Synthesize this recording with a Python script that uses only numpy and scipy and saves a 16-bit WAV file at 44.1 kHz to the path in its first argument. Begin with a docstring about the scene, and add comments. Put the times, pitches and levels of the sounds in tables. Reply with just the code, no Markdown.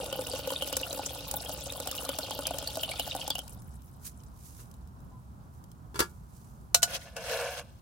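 """A lumpy stream of water falls on rice in a small steel pot, close to the microphone, outdoors: falling lumps trap
pockets of air that plop in the pot's hollow, small bubbles ring as damped sines and spray crackles as noise.
The stream stops, drops tick and a sleeve rustles as shaped noise. A spoon knocks on the camp table as it is
picked up and clinks twice on the pot, ringing their modes, then is pushed through the wet rice as gritty grains.
A far bird, a sine, calls once; a distant low rumble and a faint hiss of noise lie under it all."""
import sys
import numpy as np
from scipy import signal
from scipy.fft import rfft, irfft, next_fast_len
from scipy.io import wavfile

SR = 44100
rng = np.random.default_rng(int(sys.argv[2]) if len(sys.argv) > 2 else 0)


def store_wav(level_fs):
    """Save 16-bit WAV to argv[1]."""
    pcm = np.round(np.clip(np.atleast_2d(level_fs), -1, 1) * 32767)
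    wavfile.write(sys.argv[1], SR, pcm.T.astype(np.int16))


N = 344421

# Levels in the tables and settings are relative: each source has its own gains and filters on top.

# The distant rumble's spectrum. Each row: frequency in Hz, level per Hz in dB.
RUMBLE_SPECTRUM = [(20, -37.5), (40, -13), (65, 2), (91, -6.5), (120, -4), (208, -11.5), (318, -22.5),
                   (520, -29), (1010, -24.5), (1400, -30), (2000, -47.5), (3250, -62.5), (5500, -96)]
# How alike left and right microphone hear the noise. Each row: frequency in Hz, likeness from -1 to 1.
LIKENESS = [(50, 0.97), (700, 0.29), (1200, -0.56), (2500, 0.096), (5000, 0.28), (16000, -0.19)]
# One faint, far bird note. The row: start in seconds, length in seconds, pitch in Hz, level in dB.
BIRD = (5.095, .11, 1010, -59)
# Brushes of the sleeve. Each row: peak time in seconds, level in dB, seconds to swell or fade by 20 dB.
BRUSHES = [(4.07, -42.5, 0.04), (4.47, -55.5, 0.13), (4.6, -58.5, .1), (5.56, -71, 0.1), (6.08, -67.5, .2),
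           (6.37, -68.5, 0.13), (6.49, -70.5, 0.5)]
# The cloth's spectrum. Each row: frequency in Hz, level per Hz in dB.
CLOTH_SPECTRUM = [(600, -28.5), (1200, -5.5), (1900, -13.5), (2400, -11.5), (3200, -12.5), (6300, -2.5),
                  (11700, -2), (14300, -5), (16000, -7)]
# A light touch on the table, then the spoon's knocks. Each row: start in seconds, rattle level in dB,
# t60 of the rattle in seconds, ring level in dB, brightness in Hz.
KNOCKS = [(4.592, -54, 0.21, -56, 4000), (5.944, -46, 0.15, -41, 1790), (5.957, -44.5, 0.29, -36.5, 1800),
          (5.9918, -20, 0.12, -30.5, 6000), (6.0038, -15.5, 0.028, -24, 4000),
          (6.020, -36, 0.091, -28, 3000)]
# Modes of the table top. Each row: frequency in Hz, level in dB, t60 in seconds.
TABLE_MODES = [(161, -17, .1), (254, -24, 0.072), (347.4, -10, 0.16), (404.4, -1.5, 0.082),
               (922, -10.5, 0.082), (1008, -6, 0.072), (1194, -8.5, 0.11), (1380, -5.5, 0.12),
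               (1469, -12, 0.23), (1680, -7, 0.1), (2270, -21, 0.21), (2755, -11, 0.13), (3435, -13, 0.084),
               (4689, -8, 0.091)]
# The rattle's spectrum. Each row: frequency in Hz, level per Hz in dB.
RATTLE_SPECTRUM = [(50, -35), (120, -18), (260, -4.5), (400, 11), (750, -4), (1100, 10), (2000, -2),
                   (2900, -3.5), (6000, -1.5), (11000, -4.5), (15500, -11)]
# The spoon strikes the pot's wall, then jolts against its floor. Each row: start in seconds, clash level in dB,
# t60 of the clash in seconds, ring level in dB, brightness in Hz.
CLINKS = [(6.7446, -15.5, 0.028, -23, 15000), (6.7463, -12, 0.031, -22, 10000),
          (6.8208, -35, 0.091, -48, 7000), (6.8297, -14.5, 0.04, -22, 6960),
          (7.1658, -36, 0.026, -33, 1500), (7.263, -55, .03, -39, 1500), (7.296, -42, 0.024, -31, 1500)]
# Modes of the pot. Each row: frequency in Hz, level in dB, t60 in seconds.
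POT_MODES = [(487, -24, 0.086), (697, -11, 0.14), (760, -28, .07), (1460, -22, .6), (1484, -10.5, 0.14),
             (2660, -10.5, 0.076), (2990, -4, 0.063), (3500, -17.5, .05), (4135, -3.5, 0.073),
             (4430, -14.5, 0.06), (5070, -1.5, 0.06), (6100, -1, .055), (6940, -0.5, .06), (7250, -4, .045),
             (8000, -1.5, 0.057), (9000, -5, 0.045), (10300, -4, 0.043), (11800, -2.5, 0.047),
             (14100, -12.5, .04)]
# The clash's spectrum. Each row: frequency in Hz, level per Hz in dB.
CLASH_SPECTRUM = [(300, -36.5), (550, 0.5), (1000, -7), (2100, -10), (3000, -8), (5000, -2.5), (7500, -2),
                  (10000, -6.5), (13000, -7), (15500, -14)]
# The spoon dips into the rice, then ploughs through it: one curve a stroke.
# Each row: time in seconds, push against the pot in dB, crunch in dB.
STROKES = [
    [(6.875, -47.5, -49), (6.945, -45, -35), (6.969, -45, -38.5), (6.987, -54, -57), (7.023, -66, -49),
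     (7.077, -49, -57), (7.109, -61, -62), (7.157, -60, -66), (7.164, -45, -51)],
    [(7.165, -42, -45), (7.181, -41, -51), (7.229, -47, -47.5), (7.321, -33.5, -37.5),
     (7.457, -35.5, -43.5), (7.555, -45, -45.5), (7.597, -40, -42.5), (7.635, -58.5, -67.5),
     (7.8, -77, -69.5)],
]
# Resonances of the pot under the spoon. Each row: frequency in Hz, width in Hz, level in dB.
STIR_BODY = [(463, 20, -2), (545, 58, -1.5), (590, 23, -1.5), (657, 31, -0.5), (743, 48, -6),
             (950, 320, -15), (1420, 25, -11), (1523, 86, -11), (1740, 44, -10.5), (2240, 95, -18),
             (2810, 210, -16)]
# The crunch's spectrum. Each row: frequency in Hz, level per Hz in dB.
CRUNCH_SPECTRUM = [(350, 18), (600, -1), (1400, -6), (2000, -4), (3000, -1), (4500, -2), (6500, -3.5),
                   (8500, -8.5), (11000, -6.5), (13000, -11), (15500, -14.5)]
# Last drops after the stream ends. Each row: start in seconds, level in dB.
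DRIPS = [(3.478, -39), (3.6193, -47.5), (3.8187, -51), (4.2348, -48), (4.7126, -48.5), (4.739, -50),
         (4.873, -55), (5.003, -56), (5.639, -47.5), (5.715, -47)]
# The spray's spectrum. Each row: frequency in Hz, level per Hz in dB.
SPRAY_SPECTRUM = [(900, -14), (1400, 0.5), (2000, -10.5), (3000, -3), (4600, -2), (6200, 0), (8000, -1),
                  (10200, 2), (12800, -2.5), (15500, 0)]
# The loudest bubbles that pinch off. Each row: start in seconds, level in dB, pitch in Hz.
BUBBLES = [(0.1276, -26.5, 3040), (0.315, -26, 4720), (0.5034, -28, 3110), (0.5616, -24, 3690),
           (0.6221, -21.5, 3030), (0.7337, -28, 2940), (0.8323, -24, 2840), (0.9084, -29, 4000),
           (1.9835, -27.5, 2920), (2.0901, -27.5, 3040), (2.2318, -26.5, 4220), (2.4538, -25, 3100),
           (2.6739, -21.5, 4430), (2.834, -20, 3010), (2.916, -30, 2300), (2.9961, -21.5, 2980),
           (3.1117, -24.5, 3740), (3.3048, -20.5, 3390), (3.306, -21.5, 4650), (3.3545, -25.5, 2900),
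           (3.3908, -29, 3110)]
# Bands in which the pot rings along with the bubbles. Each row: frequency in Hz, width in Hz, level in dB.
BUBBLE_RING = [(2810, 300, -4), (3100, 290, -0.5), (3680, 320, -8.5), (4610, 460, -3.5)]
# The flow of the stream. Each row: time in seconds, churning in dB, bubbling in dB, spray in dB.
POUR = [(0.0, -45, -50.5, -51.5), (0.78, -48.5, -48, -51), (0.9, -46, -50, -51), (1.4, -49.5, -54, -52.5),
        (1.92, -47, -49.5, -51), (3.25, -50.5, -48, -52.5), (3.43, -59.5, -65.5, -65), (3.6, -68, -79, -75)]
# The biggest lumps of water slap the surface, then trap a pocket of air.
# Each row: slap time in seconds, slap level in dB, plop level in dB, pocket size (1 fits the pot's hollow).
LUMPS = [(0.0, -39, -28.5, 0.99), (0.126, -29, -25.5, 0.99), (0.189, -40, -23, 1), (0.2685, -28, -42, 1.05),
         (0.335, -34, -26, 1.01), (0.392, -39, -27.5, 0.96), (0.473, -29.5, -24.5, 1.02),
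         (0.503, -29, -27, 0.54), (0.52, -34, -24, 1), (0.622, -27.5, -24.5, 0.97), (0.674, -27, -31, 0.97),
         (0.7265, -24, -24.5, 0.98), (0.767, -16, -30, 0.98), (0.812, -30, -30, 1.02), (0.928, -27, -31, 1),
         (0.974, -32, -30.5, 0.98), (0.992, -38, -24.5, 0.65), (1.3114, -22, -41, 1),
         (1.339, -27.5, -26.5, 0.65), (1.492, -31, -26.5, 0.89), (1.8, -26.5, -28.5, 1.03),
         (1.872, -22.5, -28.5, 1), (1.912, -24, -38, 1.05), (2.09, -23, -21, 1.04), (2.186, -21, -25, .9),
         (2.307, -27, -27.5, .7), (2.389, -31, -22, 1.05), (2.468, -19.5, -32, 0.94),
         (2.507, -32, -24.5, .9), (2.542, -35, -27, 1.11), (2.584, -24.5, -36, 0.92),
         (2.625, -34, -28, 1.1), (2.6735, -27.5, -41, 0.94), (2.77, -30, -24, 1.01),
         (2.832, -26, -31, 1.03), (2.995, -23.5, -30, 1.01), (3.075, -32, -32.5, 0.98),
         (3.149, -31, -26, 0.91), (3.277, -26, -29, .9), (3.302, -21.5, -28, 0.88), (3.352, -27, -35, 1.03),
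         (3.389, -27, -38.5, 1)]
# The air in the pot and its floor. Each row: frequency in Hz, width in Hz, level in dB.
HOLLOW = [(277, 20.4, -5.5), (532.3, 52, 0), (630, 61, -5.5), (839, 50, -6), (1230, 170, -18),
          (1458, 26, -10)]

CUTOFF_HZ = 16000
RUMBLE_DB, RUMBLE_EASES_S, RUMBLE_EASE_DB_PER_S = -48, 6.35, 2.5  # the rumble holds, then recedes
STREAM_END_S, POUR_END_S = 3.4, 3.6  # the churned water settles a moment after the stream ends
FOAM_DB, FOAM_FADE_DB_PER_S = -67.5, 9  # the foam left behind crackles away
LESSER_BUBBLES_PER_S, LESSER_BUBBLE_DB = 5, -33
LESSER_BUBBLE_HZ = (2905, 4200)  # most lie near the low end
# Lesser lumps fall at random between the big ones; the spread also serves the lesser bubbles.
SMALL_LUMPS_PER_S, SMALL_SLAP_DB, SMALL_PLOP_DB, SMALL_SPREAD_DB = 6, -33, -36.5, 4
PLOP_DELAY_S = .001  # from the slap to the closing of the pocket
# The plops climb, ever faster as the water rises over the rice.
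EMPTY_PLOP_HZ, FULL_PLOP_HZ, FILL_POWER = 523.2, 760, 3.5
PLOP_SCATTER = .015  # share of the pitch


def from_db(db):
    """Decibels to gain."""
    return 10 ** (np.asarray(db) / 20)


def rms_one(x):
    """Scale to rms 1."""
    return x / np.sqrt(np.mean(x ** 2) + 1e-20)


def gains(rows):
    """Each dB column of a curve as a gain per sample, practically silent outside its span."""
    times, *columns = np.transpose(rows)
    t = np.arange(N) / SR
    return [from_db(np.interp(t, times, column, left=-150, right=-150)) for column in columns]


def pan(right_db):
    """Gains of the two channels, right_db apart."""
    return from_db(np.array([[-.5], [.5]]) * right_db)


def at_hz(points, size):
    """A spectrum read on the grid of an FFT, along log frequency."""
    hz, value = np.transpose(points)
    grid_hz = np.arange(size // 2 + 1) * SR / size
    return np.interp(np.log(grid_hz + 1), np.log(hz), value)


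def convolve(x, response):
    """Pass one or two channels through an impulse response."""
    return signal.fftconvolve(np.atleast_2d(x), np.atleast_2d(response), axes=1)[:, :N]


def colour(x, spectrum, size=8192):
    """Causal (minimum-phase) filter of unit power with the given spectrum."""
    cepstrum = irfft(np.log(from_db(at_hz(spectrum, size))))
    # fold the cepstrum onto positive time
    cepstrum[1:size // 2] *= 2
    cepstrum[size // 2 + 1:] = 0
    response = irfft(np.exp(rfft(cepstrum)))
    return convolve(x, response / np.linalg.norm(response))


def air_noise():
    """White stereo noise whose left and right are as alike as LIKENESS says at each frequency."""
    size = 2 * next_fast_len(N // 2 + 1)
    alike = np.clip(at_hz(LIKENESS, size), -1, 1)
    shares = np.sqrt([(1 + alike) / 2, (1 - alike) / 2])
    mid, side = rfft(rng.standard_normal((2, size))) * shares
    return irfft([mid + side, mid - side])[:, :N]


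def flutter(per_s, depth_db):
    """A gain that wanders at random."""
    knots = from_db(depth_db * rng.standard_normal(int(N / SR * per_s) + 2))
    return np.interp(np.arange(N) * (per_s / SR), np.arange(len(knots)), knots)


def grains(per_s, spread_db):
    """Random clicks of uneven size and either sign; rms 1."""
    out = np.zeros(N)
    count = int(per_s * N / SR) + 1
    where, size, sign = np.random.default_rng(rng.integers(2 ** 31)).random((count, 3)).T
    click_db = spread_db * np.minimum(-np.log(1 - size), 3)
    out[(where * N).astype(int)] = from_db(click_db) * np.sign(sign - .5)
    return rms_one(out)


def add(track, s, sound):
    """Lay a sound into a track at a time."""
    start = int(np.clip(s * SR, 0, N - 1))
    track[start:start + len(sound)] += sound[:N - start]


def dying(t60):
    """An exponential decay, half a second long."""
    return from_db(-60 * np.arange(SR // 2) / SR / t60)


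def bursts(rows, attack_s=0.0001):
    """Noise that swells at each (s, dB, t60) and dies away; overlapping bursts add in power."""
    power = np.zeros(N)
    swell = 1 - np.exp(-(np.arange(SR // 2) / SR / attack_s) ** 2)
    for s, db, t60 in rows:
        add(power, s, (from_db(db) * swell * dying(t60)) ** 2)
    return np.sqrt(power) * air_noise()


def resonate(x, resonances):
    """Parallel resonances (Hz, width, dB) of alternating sign."""
    out = 0
    for k, (hz, width, db) in enumerate(resonances):
        b, a = signal.iirpeak(hz, hz / width, fs=SR)
        out = out + (-1) ** k * from_db(db) * signal.lfilter(b, a, x + 1e-18)
    return out


def struck(blows, modes, wide_hz=2000, uneven_db=5.0):
    """Blows (s, dB, brightness Hz) ring the modes; high modes reach the two ears in unrelated phase."""
    out, t = np.zeros((2, N)), np.arange(SR // 2) / SR
    for s, db, bright_hz in blows:
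        for hz, mode_db, t60 in modes:
            apart = min(hz / wide_hz, 1) ** 2
            ring = from_db(db + mode_db) / np.hypot(1, hz / bright_hz) * dying(t60)
            for side in out:
                uneven = from_db(uneven_db * apart * rng.normal())
                phase = apart * rng.uniform(-np.pi, np.pi)
                add(side, s, ring * uneven * np.sin(2 * np.pi * hz * t + phase))
    return out


def pot_echoes(x, direct_db, t60=.028):
    """Sound bounces between the steel walls: a dense, short tail, different on each side."""
    tail = rng.standard_normal((2, SR // 2)) * dying(t60)
    tail /= np.linalg.norm(tail, axis=1, keepdims=True)
    tail[:, 0] += from_db(direct_db)
    return convolve(x, tail / np.linalg.norm(tail, axis=1, keepdims=True))


def crackle(per_s, spread_db, patchy_db, count=8):
    """Tiny impacts, each sounding in one band, in clumps that come and go band by band; rms 1."""
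    out, edges = 0, np.geomspace(700, 17000, count + 1)
    white = rng.standard_normal((2, 2, N))  # neighbouring bands get unrelated noise
    decay = np.exp(-1 / (0.00051 * SR))
    for k, (low, high) in enumerate(zip(edges, edges[1:])):
        power = signal.lfilter([1], [1, -decay], grains(per_s, spread_db) ** 2 + 1e-12)
        ticks = rms_one(np.sqrt(power) * flutter(per_s=60, depth_db=patchy_db)) * white[k % 2]
        band = signal.butter(2, [low, high], "band", fs=SR, output="sos")
        out = out + signal.sosfilt(band, ticks)
    return rms_one(out)


def bubble_train(rows, cycles, rise, swell):
    """Each (s, dB, Hz) is a sine that swells, dies over some cycles and glides up as it nears the surface."""
    out = np.zeros(N)
    for s, db, hz in rows:
        turns = np.arange(int(cycles * SR / hz)) * hz / SR
        age = turns / cycles
        envelope = from_db(db - 60 * age) * (1 - np.exp(-turns / swell))
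        add(out, s, envelope * np.sin(2 * np.pi * turns * (1 + rise * age / 2)))
    return out


def swarm(count, typical_hz, spread, lowest_hz, climb_per_s, spread_db=6):
    """Random bubbles (s, dB, Hz) while the water runs and settles, their pitch climbing with time."""
    s = rng.uniform(0, POUR_END_S, count)
    size, pitch = np.clip(rng.standard_normal((2, count)), -2.5, 2)
    hz = typical_hz * np.exp(spread * pitch + climb_per_s * s)
    return zip(s, spread_db * size, np.maximum(hz, lowest_hz))


def chances(per_s, count):
    """Random moments, one in each equal slot of the stream, each with some uniform draws of its own."""
    slots = int(per_s * STREAM_END_S)
    draws = np.random.default_rng(rng.integers(2 ** 31)).random((slots, count + 1))
    return [((k + s) / slots * STREAM_END_S, *rest) for k, (s, *rest) in enumerate(draws)]


def outdoors():
    """A distant rumble of coloured noise, one far bird note as a sine and a faint even hiss."""
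    t = np.arange(N) / SR
    level = from_db(RUMBLE_DB - RUMBLE_EASE_DB_PER_S * np.maximum(t - RUMBLE_EASES_S, 0))
    wander = flutter(per_s=13, depth_db=1.17)
    rumble = level * colour(air_noise(), RUMBLE_SPECTRUM) * wander * pan(right_db=2.0)
    s, length, hz, db = BIRD
    swell = np.sin(np.pi * np.clip((t - s) / length, 0, 1))
    bird = from_db(db) * swell * np.sin(2 * np.pi * hz * t)
    return rumble + bird + from_db(-69.5) * air_noise()


def sleeve():
    """Cloth brushes on cloth, off to the right: fluttering noise that swells and fades."""
    t = np.arange(N) / SR
    level = sum(from_db(db - 20 * np.abs(t - s) / fade_s) for s, db, fade_s in BRUSHES)
    cloth = colour(air_noise() * flutter(per_s=280, depth_db=3), CLOTH_SPECTRUM)
    return from_db(3.5) * level * cloth * pan(right_db=3.5)


def table_knocks():
    """The spoon clatters on the thin table top: a noisy rattle over ringing modes."""
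    noise = bursts([(s, db, t60) for s, db, t60, ring_db, hz in KNOCKS])
    rattle = colour(noise * flutter(per_s=1800, depth_db=3), RATTLE_SPECTRUM)
    ring = struck([(s, ring_db, hz) for s, db, t60, ring_db, hz in KNOCKS], TABLE_MODES)
    return (rattle + ring) * pan(right_db=-1.5)


def pot_clinks():
    """A brief clash of the spoon's edge, its echoes, and the ring of the water-damped steel."""
    clash = colour(bursts([(s, db, t60) for s, db, t60, ring_db, hz in CLINKS]), CLASH_SPECTRUM)
    echoes = from_db(-5.0) * pot_echoes(clash, direct_db=-18, t60=0.097)
    ring = struck([(s, ring_db, hz) for s, db, t60, ring_db, hz in CLINKS], POT_MODES)
    return clash + echoes + ring


def stirring():
    """Grains slip under the spoon, jolting the pot, and grind on each other in uneven clumps."""
    push, crunch = sum(np.array(gains(stroke)) for stroke in STROKES)
    slips = rms_one(resonate(grains(per_s=1200, spread_db=0.5), STIR_BODY))
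    slips = signal.sosfilt(signal.butter(4, 410, "high", fs=SR, output="sos"), slips)
    grit = crackle(per_s=760, spread_db=3.5, patchy_db=1.5) * flutter(per_s=190, depth_db=1.5)
    grinding = colour(pot_echoes(grit, direct_db=-3.5, t60=0.053), CRUNCH_SPECTRUM)
    return from_db(1.5) * push * slips + from_db(7.8) * crunch * grinding * pan(right_db=-1.5)


def foam():
    """The level of the foam's crackle, fading once the stream has stopped."""
    age = np.arange(N) / SR - STREAM_END_S
    return (age > 0) * from_db(FOAM_DB - FOAM_FADE_DB_PER_S * age)


def spray(level, lumps):
    """Fine droplets crackle; lumps and last drops slap the surface as short bursts of noise."""
    droplets = level * crackle(per_s=600, spread_db=5.5, patchy_db=6)
    hits = [(s, db, .009) for s, db, *_ in lumps + list(DRIPS)]
    slaps = from_db(14.5) * bursts(hits, attack_s=0.0017)
    in_pot = pot_echoes(from_db(7.5) * droplets + slaps, direct_db=1.5, t60=0.024)
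    return colour(in_pot, SPRAY_SPECTRUM) * pan(right_db=-0.5)


def lesser_bubbles():
    """Single bubbles (s, dB, Hz) at random between the loudest."""
    low, high = LESSER_BUBBLE_HZ
    return [(s, LESSER_BUBBLE_DB + SMALL_SPREAD_DB * (2 * size - 1), low + (high - low) * pitch ** 3)
            for s, size, pitch in chances(LESSER_BUBBLES_PER_S, count=2)]


def bubbling(level):
    """A swarm of small, quickly damped bubbles under the few loud ones, and the pot ringing along."""
    bubbles = swarm(count=1700, typical_hz=3490, spread=0.25, lowest_hz=2530, climb_per_s=0.022, spread_db=7.5)
    small = bubble_train(bubbles, cycles=35, rise=0.011, swell=0.24)
    ringing = resonate(grains(per_s=600, spread_db=14.5), BUBBLE_RING)
    loud = bubble_train(list(BUBBLES) + lesser_bubbles(), cycles=45.7, rise=0.018, swell=2.3)
    fizz = level * (from_db(-3) * rms_one(small) + from_db(-1.1) * rms_one(ringing))
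    return pot_echoes(fizz + from_db(8) * loud, direct_db=2, t60=0.086) * pan(right_db=-1.5)


def falling_lumps():
    """The big lumps and the lesser ones between them: (s, slap dB, plop dB, pocket size)."""
    lesser = []
    for s, slap, plop in chances(SMALL_LUMPS_PER_S, count=2):
        slap_db = SMALL_SLAP_DB + SMALL_SPREAD_DB * (2 * slap - 1)
        plop_db = SMALL_PLOP_DB + SMALL_SPREAD_DB * (2 * plop - 1)
        lesser.append((s, slap_db, plop_db, 1))
    return list(LUMPS) + lesser


def plop_hz(s):
    """The pitch of an air pocket follows the filling of the pot, with some scatter."""
    filled = np.clip(s / STREAM_END_S, 0, 1) ** FILL_POWER
    hz = EMPTY_PLOP_HZ + (FULL_PLOP_HZ - EMPTY_PLOP_HZ) * filled
    return hz * np.exp(PLOP_SCATTER * rng.normal())


def plunge(churn, lumps):
    """Air pockets and the churning between them sound the hollow of the pot; the gurgle climbs as it fills."""
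    plops = [(s + PLOP_DELAY_S, db, plop_hz(s) / size) for s, slap_db, db, size in lumps]
    pockets = bubble_train(plops, cycles=32.3, rise=0.0304, swell=0.49)
    impacts = np.zeros(N)
    for s, db, hz in plops:
        add(impacts, s, from_db([db]))
    knocked = resonate(impacts, HOLLOW)
    bubbles = swarm(count=200, typical_hz=608, spread=0.269, lowest_hz=480, climb_per_s=0.072, spread_db=3.0)
    gurgle = rms_one(bubble_train(bubbles, cycles=23, rise=0.065, swell=.5))
    churning = rms_one(resonate(grains(per_s=320, spread_db=3.0), HOLLOW))
    between = churn * (from_db(-0.5) * churning + from_db(-4.5) * gurgle)
    hollow = from_db(0.5) * pockets + from_db(38.0) * knocked + between
    ears = np.array([hollow, np.pad(hollow, (3, 0))[:N]])  # the left side hears it 3 samples sooner
    return ears + from_db(-11) * pot_echoes(hollow, direct_db=-20, t60=.035)


def scene():
    """Pot, table and sleeve by the microphone, with the distant open air behind."""
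    churn, bubbles, droplets = gains(POUR)
    lumps = falling_lumps()
    background = outdoors() + sleeve()
    spoon = table_knocks() + pot_clinks() + stirring()
    water = spray(droplets + foam(), lumps) + bubbling(bubbles) + plunge(churn, lumps)
    return background + spoon + water


def record(dry):
    """The top is cut steeply by a low-pass."""
    return signal.sosfilt(signal.ellip(10, .2, 80, CUTOFF_HZ, fs=SR, output="sos"), dry)


dry = scene()
out = record(dry)
store_wav(out)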